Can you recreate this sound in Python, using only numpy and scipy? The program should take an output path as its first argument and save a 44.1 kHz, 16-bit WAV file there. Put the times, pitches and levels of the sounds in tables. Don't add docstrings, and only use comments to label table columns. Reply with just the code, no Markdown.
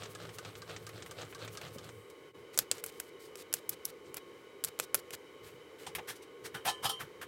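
import sys
import numpy as np
from scipy import signal
from scipy.fft import rfft, irfft, next_fast_len
from scipy.io import wavfile
from scipy.ndimage import uniform_filter1d

SR = 44100
rng = np.random.default_rng(int(sys.argv[2]) if len(sys.argv) > 2 else 0)


def dump(signal):
    limited = np.clip(np.atleast_2d(signal).T, -1, 1)
    pcm = np.round(limited * 32767).astype(np.int16)
    wavfile.write(sys.argv[1], SR, pcm)


N = 320630
T = np.arange(N) / SR


# (centre [Hz], width at half amplitude [Hz], level before any wander or dip [dB])
FAN_RESONANCES = [(434.7, 155, -58.5), (1110, 6.7, -83), (1215, 13, -78), (1475, 21, -78),
                  (2050, 91, -74.5), (2227, 200, -72.5), (2950, 69, -75.5), (3083, 120, -74.5),
                  (3834, 89, -80.5)]
# (time [s], level [dB])
BACKGROUND_DIP = [(2.29, 2), (2.315, -4), (2.33, -18), (2.348, 3)]
# (frequency [Hz], relative level [dB])
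AIR_TONE = [(25, -30.5), (45, -24.5), (70, -1), (170, -3.5), (225, -4.5), (310, 7), (480, 10), (660, -10.5),
            (900, -1), (1450, -5.5), (2300, -6.5), (2550, -10.5), (4500, -15.5), (10000, -22.5),
            (16000, -27)]

# (time [s], level [dB])
BUMPS = [(2.395, -62), (4.09, -62), (5.45, -64), (5.55, -62), (6.435, -60), (6.558, -58), (6.856, -56),
         (7.035, -55)]
# (frequency [Hz], relative level [dB])
RUMBLE_TONE = [(25, -19), (48, -30.5), (68, -2), (112, 2.5), (160, 2.5), (200, -6), (260, -9), (450, -14.5),
               (800, -33)]

# (time [s], rise [s], hold [s], decay [s], level [dB], body [dB], top [dB], contact resonance [Hz])
SCRAPES = [(5.864, .0042, 0.0016, .015, -40, -6, -8, 900), (5.95, 0.00049, .0028, 0.013, -34, -4, 6, 2200),
           (5.983, 0.0012, 0.0089, 0.008, -38.5, 10, -13.5, 780),
           (6.071, 0.021, 0.012, 0.017, -39.5, -5.5, 1, 1800),
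           (6.148, .014, .0057, .01, -55.5, -19, -2, 2400),
           (6.215, 0.015, .0043, 0.0088, -55.5, -12, -3, 2390),
           (6.437, 0.023, 0.0046, 0.012, -43, -9.5, -2.5, 1730),
           (6.542, 0.0044, 0.0035, 0.021, -39.5, 1.5, 1.5, 1500),
           (6.648, 0.0078, 0.017, .0034, -34, 2.5, 7.5, 640),
           (6.668, 0.0048, 0.025, 0.013, -34, -3.5, -2.5, 800),
           (6.823, 0.02, 0.002, .002, -37, -3, 1, 1220), (6.844, 0.0017, 0.016, .011, -32.5, 0.5, 4.5, 750),
           (6.891, .0037, 0.0036, 0.013, -35.5, -12, 2, 1170),
           (6.991, 0.017, 0.0085, .016, -40, 1, 2.5, 1600),
           (7.212, 0.0033, 0.016, 0.012, -43, -0.5, 0, 1590)]
# (time [s], level added to each mode [dB], place between the ends [0-1])
CLANKS = [(6.548, -9, 0.3), (6.676, 4.5, 0), (6.852, 6, 1), (6.896, 1.5, 1)]
# (frequency [Hz], t60 [s], level struck at one end [dB], level struck at the other [dB])
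STEEL_MODES = [(708, .12, -44, -47), (795, .12, -35, -41), (872, .12, -40, -47), (1027, .3, -44, -50),
               (1120, .23, -52, -45), (1230, .28, -51, -48), (1290, .12, -48, -40), (1340, .12, -43, -47),
               (1749, .3, -43, -58), (2571, .1, -40, -56), (2815, .3, -58, -56), (2969, .48, -50, -45),
               (3116, .4, -44, -46), (3140, .5, -51, -45.5), (3166, .14, -40, -48), (3390, .09, -49, -39),
               (3677, .11, -43, -50), (3727, .1, -43, -46), (3844, .22, -51, -51), (4549, .16, -54, -55),
               (5690, .11, -48, -54), (5884, .25, -61, -64), (6568, .25, -61, -65), (6772, .35, -66, -70),
               (8080, .35, -59, -70), (8294, .14, -52, -55), (8650, .12, -52, -51), (9232, .2, -62, -55)]
# (frequency [Hz], relative level [dB])
SCRAPE_TONE = [(150, -8.5), (400, -6.5), (800, 2), (1300, 0), (2100, -1.5), (3300, -0.5), (4700, -8.5),
               (5700, -6.5), (7000, -10.5), (8700, -7.5), (9800, -9), (11500, -9.5), (13500, -12.5),
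               (15800, -17.5)]

# (time of tap [s], tap
# level [dB], body [dB], top [dB], time of the other touch from the tap, negative if before it [s], its level
# [dB], length of drag [s], drag level [dB], body of drag [dB])
STROKES = [(2.5893, -22.5, -0.5, -3, -0.013, -31, .028, -51.5, 7),
           (2.7142, -26.5, .5, -12, 0.068, -55, 0.077, -54, 3),
           (2.8397, -36, 3, 0, 0.023, -41, 0.047, -52.5, 0),
           (3.0007, -37, 4, 0.5, -0.003, -55, .08, -64, -7),
           (3.3559, -48, 0, -6.5, 0.017, -57, 0.056, -53, -4),
           (3.5391, -27, 2.5, -0.5, -.011, -39, 0.04, -54, -1.5),
           (3.6941, -30, -6, 6, -.0021, -42, 0.034, -50, 0),
           (3.8537, -32.5, -2.5, 5, -0.0034, -47, .038, -53.5, -2),
           (4.1433, -41.5, 7, 2, .0262, -41, .024, -45.5, 5),
           (4.6472, -31, -4.5, -0.5, -0.0076, -31.5, 0.028, -48, 0),
           (4.7989, -30, 3.5, -4.5, -.0085, -46.5, 0.034, -47, -4),
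           (4.9447, -24.5, 4, 4, .0062, -31, 0.041, -51, -3),
           (5.1067, -46.5, 9, -4, 0.034, -51, 0.03, -43.5, -2)]
# (time [s], length [s], level [dB], body [dB], top [dB])
SWISHES = [(2.527, 0.016, -50.5, 1, 0), (2.9, 0.085, -64, -2, 2.5), (3.19, 0.071, -59, -8, 1.5),
           (4.037, 0.042, -65.5, -4, -14), (5.426, 0.062, -56, 4.5, 3.5), (5.78, 0.059, -55.5, 5, 0.5)]
# (frequency [Hz], relative level [dB])
TAP_TONE = [(150, -29), (500, -3.5), (1000, -12), (1500, -4), (1950, -10), (2500, -5.5), (4000, -7.5),
            (5500, -2), (6300, -4), (7300, 0), (9800, -4.5), (11000, 2), (13500, -3.5), (15800, -7)]
BRISTLE_TONE = [(300, -6.5), (1000, -7.5), (2000, -6.5), (3000, -7.5), (4500, -6), (6000, -10.5),
                (8500, -8), (10000, -13), (12500, -12.5), (15800, -18)]

# (time of knock [s], hiss level [dB], click level before the tick gain [dB], top of click [dB],
#  level of the lower knock tone [dB], knock to bind [s], rasp level [dB])
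CYCLES = [(-.07, -58, -46, 0, -45, 0.098, -51.5), (0.1502, -55.5, -43.5, 1, -44, 0.079, -54),
          (0.3851, -54, -40, 6, -42, 0.092, -55.5), (0.6193, -58, -45.5, 1, -42.5, 0.1, -52.5),
          (.8668, -64, -43, 8, -44, 0.11, -57), (1.111, -61, -43, 6, -44.5, 0.1, -50.5),
          (1.3482, -58, -45.5, 1, -42, .085, -52), (1.5723, -54, -40.5, 2, -42.5, .078, -52.5),
          (1.7838, -55.5, -45.5, 4, -50, 0.076, -60.5)]
# (time after the knock [s], width [s], level [dB])
SURGES = [(.088, 0.027, -55.5), (.17, 0.068, -60.5)]
# (time [s], level before the tick gain [dB], body [dB], top [dB])
SINGLE_TICKS = [(0.0333, -42, 1, -12), (0.056, -47.5, 4, -12), (0.2913, -45, 9.5, -3),
                (0.4493, -42.5, 10, 1), (0.5535, -45, 6, -8), (0.6955, -44, 13, -3),
                (0.7634, -40.5, 4, -27), (0.8912, -44.5, 9, 12), (1.023, -43, 2, -27),
                (1.0616, -45, 9.5, 12), (1.2169, -44, 1, -10), (1.326, -45, 20, -3), (1.4481, -45, 8, 12),
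                (1.4772, -42, 9, -8), (1.551, -46.5, 12, 13), (1.614, -41.5, 11, 11),
                (1.7585, -66, -12, 17), (1.8429, -51.5, 2, 14), (1.8909, -46.5, 6.5, -1),
                (2.1002, -55, -6, 11)]
# (time [s], level [dB], body [dB], top [dB])
LATE_THUD = [(1.76, -44.5, 0, 0)]
# (frequency [Hz], relative level [dB])
TICK_TONE = [(200, -6.5), (500, -2), (900, -3.5), (1400, -3.5), (2200, -4.5), (3200, -1.5), (4500, -2.5),
             (7000, -3), (8500, -6), (10500, -17), (15800, -24)]
RASP_TONE = [(250, -11), (480, 10), (760, 1.5), (1000, -6.5), (1190, 5), (1550, 0), (1900, -5.5),
             (2300, -6), (4000, -5), (5200, -12.5), (8200, -17), (9800, -38)]
HISS_TONE = [(3000, -11.5), (6000, -8), (8400, 11.5), (9800, 1), (11000, 6.5), (16000, -2)]
LATE_THUD_TONE = [(60, -1), (150, 5), (330, -1), (520, 2), (900, -24), (4000, -49)]

BIND_WIDTH_S = 0.042


def undb(db):
    return 10 ** (np.asarray(db) / 20)


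def unit(x):
    return x / np.sqrt(np.mean(x ** 2))


def add(out, x, s):
    i = int(s * SR)
    x, i = x[max(-i, 0):], max(i, 0)
    out[i:i + len(x)] += x[:max(N - i, 0)]


def walk(rate):
    k = max(int(SR / rate), 1)
    steps = np.repeat(rng.standard_normal(N // k + 1), k)
    return 1.2 * uniform_filter1d(steps, k)[:N]


def swell(s, width_s):
    out = np.zeros(N)
    near = slice(*np.searchsorted(T, [s - 3 * width_s, s + 3 * width_s]))
    out[near] = np.exp(-((T[near] - s) / width_s) ** 2)
    return out


def fade(s, decay_s):
    return np.exp(-np.maximum(T - s, 0) / decay_s)


def grit(n, scatter_db, size=12):
    strengths = undb(scatter_db * rng.standard_normal(n // size + 1))
    grains = np.repeat(strengths, size)[:n]
    return unit(grains * rng.standard_normal(n))


def colour(x, tone, body_db=0, top_db=0, peak_hz=1000, peak_db=0, peak_width=0.3, size=4096):
    f = np.log(np.maximum(np.fft.rfftfreq(size, 1 / SR), 1))
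    hz, db = np.transpose(tone)
    shelves = np.interp(f, np.log([2500, 4500, 8500, 11000]), [body_db, 0, 0, top_db])
    peak = peak_db * np.exp(-((f - np.log(peak_hz)) / peak_width) ** 2)
    gain = undb(np.interp(f, np.log(hz), db) + shelves + peak)
    cepstrum = irfft(np.log(gain))
    cepstrum[1:size // 2] *= 2
    cepstrum[size // 2 + 1:] = 0
    response = irfft(np.exp(rfft(cepstrum)))
    return signal.fftconvolve(x, response / np.linalg.norm(response))[:len(x)]


def resonance(hz, width_hz):
    n = next_fast_len(N, True)
    f = np.fft.rfftfreq(n, 1 / SR)
    gain = 1 / (1 + (2 * (f - hz) / width_hz) ** 2)
    return unit(irfft(rfft(rng.standard_normal(n)) * gain, n)[:N])


def ring(hz, t60, rise_s):
    t = T[:SR // 2]
    envelope = np.minimum(t / rise_s, 1) * np.exp(-np.log(1000) * t / t60)
    return envelope * np.sin(2 * np.pi * (hz * t + rng.random()))


def clicks(rows, tone, crack_s, ring_s, ring_db, tail_s, tail_db, vary_db=0, rise_s=0.00026, size=6000):
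    out, t = np.zeros(N), T[:size]
    crack = np.exp(-t / crack_s)
    parts = undb(ring_db) * np.exp(-t / ring_s)
    scatter = undb(tail_db) * np.exp(-t / tail_s)
    envelope = (crack + parts + scatter) * np.minimum(t / rise_s, 1)
    hz, tone_db = np.transpose(tone)
    for s, db, body_db, top_db in rows:
        spot = np.column_stack([hz, tone_db + vary_db * rng.standard_normal(len(hz))])
        hit = colour(envelope * rng.choice([-1, 1], size), spot, body_db, top_db)
        add(out, undb(db) * hit / np.std(hit[:SR // 100]), s)
    return out


def rubs(rise, hold, decay, scatter_db, size=16000):
    t = T[:size]
    envelope = np.minimum(t / rise, 1) * np.exp(-np.maximum(t - rise - hold, 0) / decay)
    return envelope * grit(size, scatter_db)


def sweeps(centre_hz, width_hz, climb_hz_per_s, length_s):
    t = T[:int(4 * length_s * SR)] - 2 * length_s
    chirp = np.exp(2j * np.pi * (centre_hz * t + climb_hz_per_s * t ** 2 / 2))
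    lowpass = signal.butter(2, width_hz / 2, fs=SR, output="sos")
    noise = grit(N // 10, 0.91) + 1j * grit(N // 10, 1)
    band = signal.sosfilt(lowpass, noise)[:len(t)]
    return unit((band * chirp).real) * np.exp(-(t / length_s) ** 2)


def workshop():
    air = undb(-60.5) * colour(rng.standard_normal(N), AIR_TONE) * undb(0.5 * walk(5.6))
    hum = sum(undb(db + 0.25 * walk(5.3)) * resonance(hz, width) for hz, width, db in FAN_RESONANCES)
    whine_level = undb(-72 + 1.9 * walk(9.6))
    whine_hz = 1085.5 + 2.4 * walk(12)
    whine = whine_level * unit(np.sin(2 * np.pi * np.cumsum(whine_hz) / SR))
    return (air + hum + whine) * undb(np.interp(T, *np.transpose(BACKGROUND_DIP)))


def room(x, t60_s, wet_db):
    t = T[:SR // 2]
    tail = rng.standard_normal(len(t)) * np.exp(-np.log(1000) * t / t60_s) * (t > 0.006)
    tail = colour(tail, [(300, -2.0), (3000, -5.5), (14000, -19.0)])
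    return x + undb(wet_db) * signal.fftconvolve(x, tail / np.linalg.norm(tail))[:N]


def bed():
    lag_s, width_s = 0.015, 0.028
    thuds = [(s + lag_s, db - 35.5) for s, db, *_ in STROKES]
    thuds += [(s + rise + lag_s, db - 24) for s, rise, _, _, db, *_ in SCRAPES]
    push = undb(-75.5) + sum(undb(db) * swell(s, width_s) for s, db in thuds + list(BUMPS))
    return push * colour(rng.standard_normal(N), RUMBLE_TONE)


def steel_body(slips, low_hz, high_hz, t60_s, count=80):
    pitches = low_hz * (high_hz / low_hz) ** rng.random(count)
    modes = sum(rng.rayleigh() * ring(hz, t60_s, rise_s=0.001) for hz in pitches)
    return signal.fftconvolve(slips, modes / np.linalg.norm(modes))[:N]


def tool():
    contact, ringing, force = np.zeros(N), np.zeros(N), np.zeros(N)
    for s, rise, hold, decay, db, body_db, top_db, hz in SCRAPES:
        slips = rubs(rise, hold, decay, scatter_db=1.0)
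        scrape = colour(slips, SCRAPE_TONE, body_db, top_db, peak_hz=hz, peak_db=10)
        add(contact, undb(db) * scrape, s)
    for s, db, place in CLANKS:
        clank = sum(undb(db + near_db + place * (far_db - near_db)) * ring(hz, t60, rise_s=0.002)
                    for hz, t60, near_db, far_db in STEEL_MODES)
        add(ringing, clank, s)
        force = np.maximum(force, undb(db) * swell(s, width_s=0.026))
    upper = undb(-8.5) * steel_body(contact * force, low_hz=3800, high_hz=13000, t60_s=0.15)
    laid_down = fade(6.995, decay_s=0.022)
    return contact + (ringing + upper) * laid_down


def brush():
    out, taps = np.zeros(N), []
    rise_s, decay_s, lag_s = 0.015, 0.0032, 0.014
    for s, db, body_db, top_db, touch_s, touch_db, drag_s, drag_db, drag_body_db in STROKES:
        taps += [(s, db, body_db, top_db), (s + touch_s, touch_db, body_db, top_db)]
        flicks = rubs(rise_s, drag_s - rise_s, decay_s, scatter_db=4.5)
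        drag = colour(flicks, BRISTLE_TONE, drag_body_db, top_db=1.5)
        add(out, undb(drag_db) * drag, s + lag_s)
    rise_s, decay_s = 0.018, 0.024
    for s, length_s, db, body_db, top_db in SWISHES:
        flicks = rubs(rise_s, length_s - rise_s, decay_s, scatter_db=4.5)
        add(out, undb(db) * colour(flicks, BRISTLE_TONE, body_db, top_db), s)
    return out + clicks(taps, TAP_TONE, crack_s=0.0003, ring_s=0.0028, ring_db=-15,
                        tail_s=0.012, tail_db=-27.5, rise_s=0.00015)


def drive():
    out = np.zeros(N)
    for s, hiss_db, _, _, knock_db, lag, rasp_db in CYCLES:
        low_hz, high_hz = np.array([1206, 1580]) * (1 + 0.023 * rng.standard_normal(2))
        low_tone = ring(low_hz, t60=0.057, rise_s=0.0023)
        high_tone = ring(high_hz, t60=0.047, rise_s=0.009)
        rising = sweeps(centre_hz=10870, width_hz=17000, climb_hz_per_s=140000, length_s=0.018)
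        falling = sweeps(centre_hz=3123, width_hz=2600, climb_hz_per_s=-28000, length_s=0.036)
        add(out, undb(hiss_db) * rising, s - 0.072)
        add(out, undb(knock_db) * (low_tone + undb(4.0) * high_tone), s + 0.00293)
        add(out, undb(rasp_db - 2) * falling, s + lag - 0.07)
    return out


def crackle(per_s, grain_s):
    snaps = (rng.random(N) < per_s / SR) * rng.uniform(0.73, 1, N)
    grains = signal.lfilter([1], [1, -np.exp(-1 / (grain_s * SR))], snaps)
    return unit(grains * rng.standard_normal(N))


def chips(count=2):
    return [(s + lag + BIND_WIDTH_S * when, rasp_db - 3.5 - strength, 0, 0)
            for s, *_, lag, rasp_db in CYCLES for when, strength in rng.uniform(-1, 1, (count, 2))]


def chuck():
    stop_s = 2
    surges = sum(undb(db) * swell(s + lag, width) for s, *_ in CYCLES for lag, width, db in SURGES)
    bind = sum(undb(rasp_db) * swell(s + lag, BIND_WIDTH_S) for s, *_, lag, rasp_db in CYCLES)
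    rumble = (undb(-63) + surges) * fade(stop_s, decay_s=0.03)
    rasp = (undb(-62) + bind) * fade(1.89, decay_s=0.015)
    hiss = undb(-71) * fade(stop_s, decay_s=0.17) + undb(-19.5) * bind

    rolling = colour(rng.standard_normal(N), RUMBLE_TONE)
    low = unit(rolling + undb(-1.0) * resonance(109, 5.8) + undb(-8.0) * resonance(165, 6.9))
    snapping = crackle(per_s=170, grain_s=0.0008)
    rasping = colour(undb(-3.5) * grit(N, 3) + undb(-2) * snapping, RASP_TONE)
    hissing = colour(grit(N, 2.4), HISS_TONE)

    play = [(s, click_db, -1.5, top_db) for s, _, click_db, top_db, *_ in CYCLES]
    ticks = clicks(play + list(SINGLE_TICKS) + chips(), TICK_TONE, crack_s=0.00031, ring_s=0.0092, ring_db=-6,
                   tail_s=0.0084, tail_db=-20, vary_db=1.5)
    tick_gain = undb(-4.0)
    thud = clicks(LATE_THUD, LATE_THUD_TONE, crack_s=0.0035, ring_s=0.008, ring_db=-4, tail_s=0.022, tail_db=-8)
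    return rumble * low + rasp * rasping + hiss * hissing + tick_gain * ticks + thud


def scene():
    handwork = chuck() + drive() + brush() + tool() + bed()
    return (room(handwork, t60_s=0.2, wet_db=-26.0) + workshop())[None]


def record(dry):
    highpass = signal.butter(4, 55, "high", fs=SR, output="sos")
    lowpass = signal.ellip(8, 0.2, 70, 15900, fs=SR, output="sos")
    return signal.sosfilt(lowpass, signal.sosfilt(highpass, dry))


dry = scene()
out = record(dry)
dump(out)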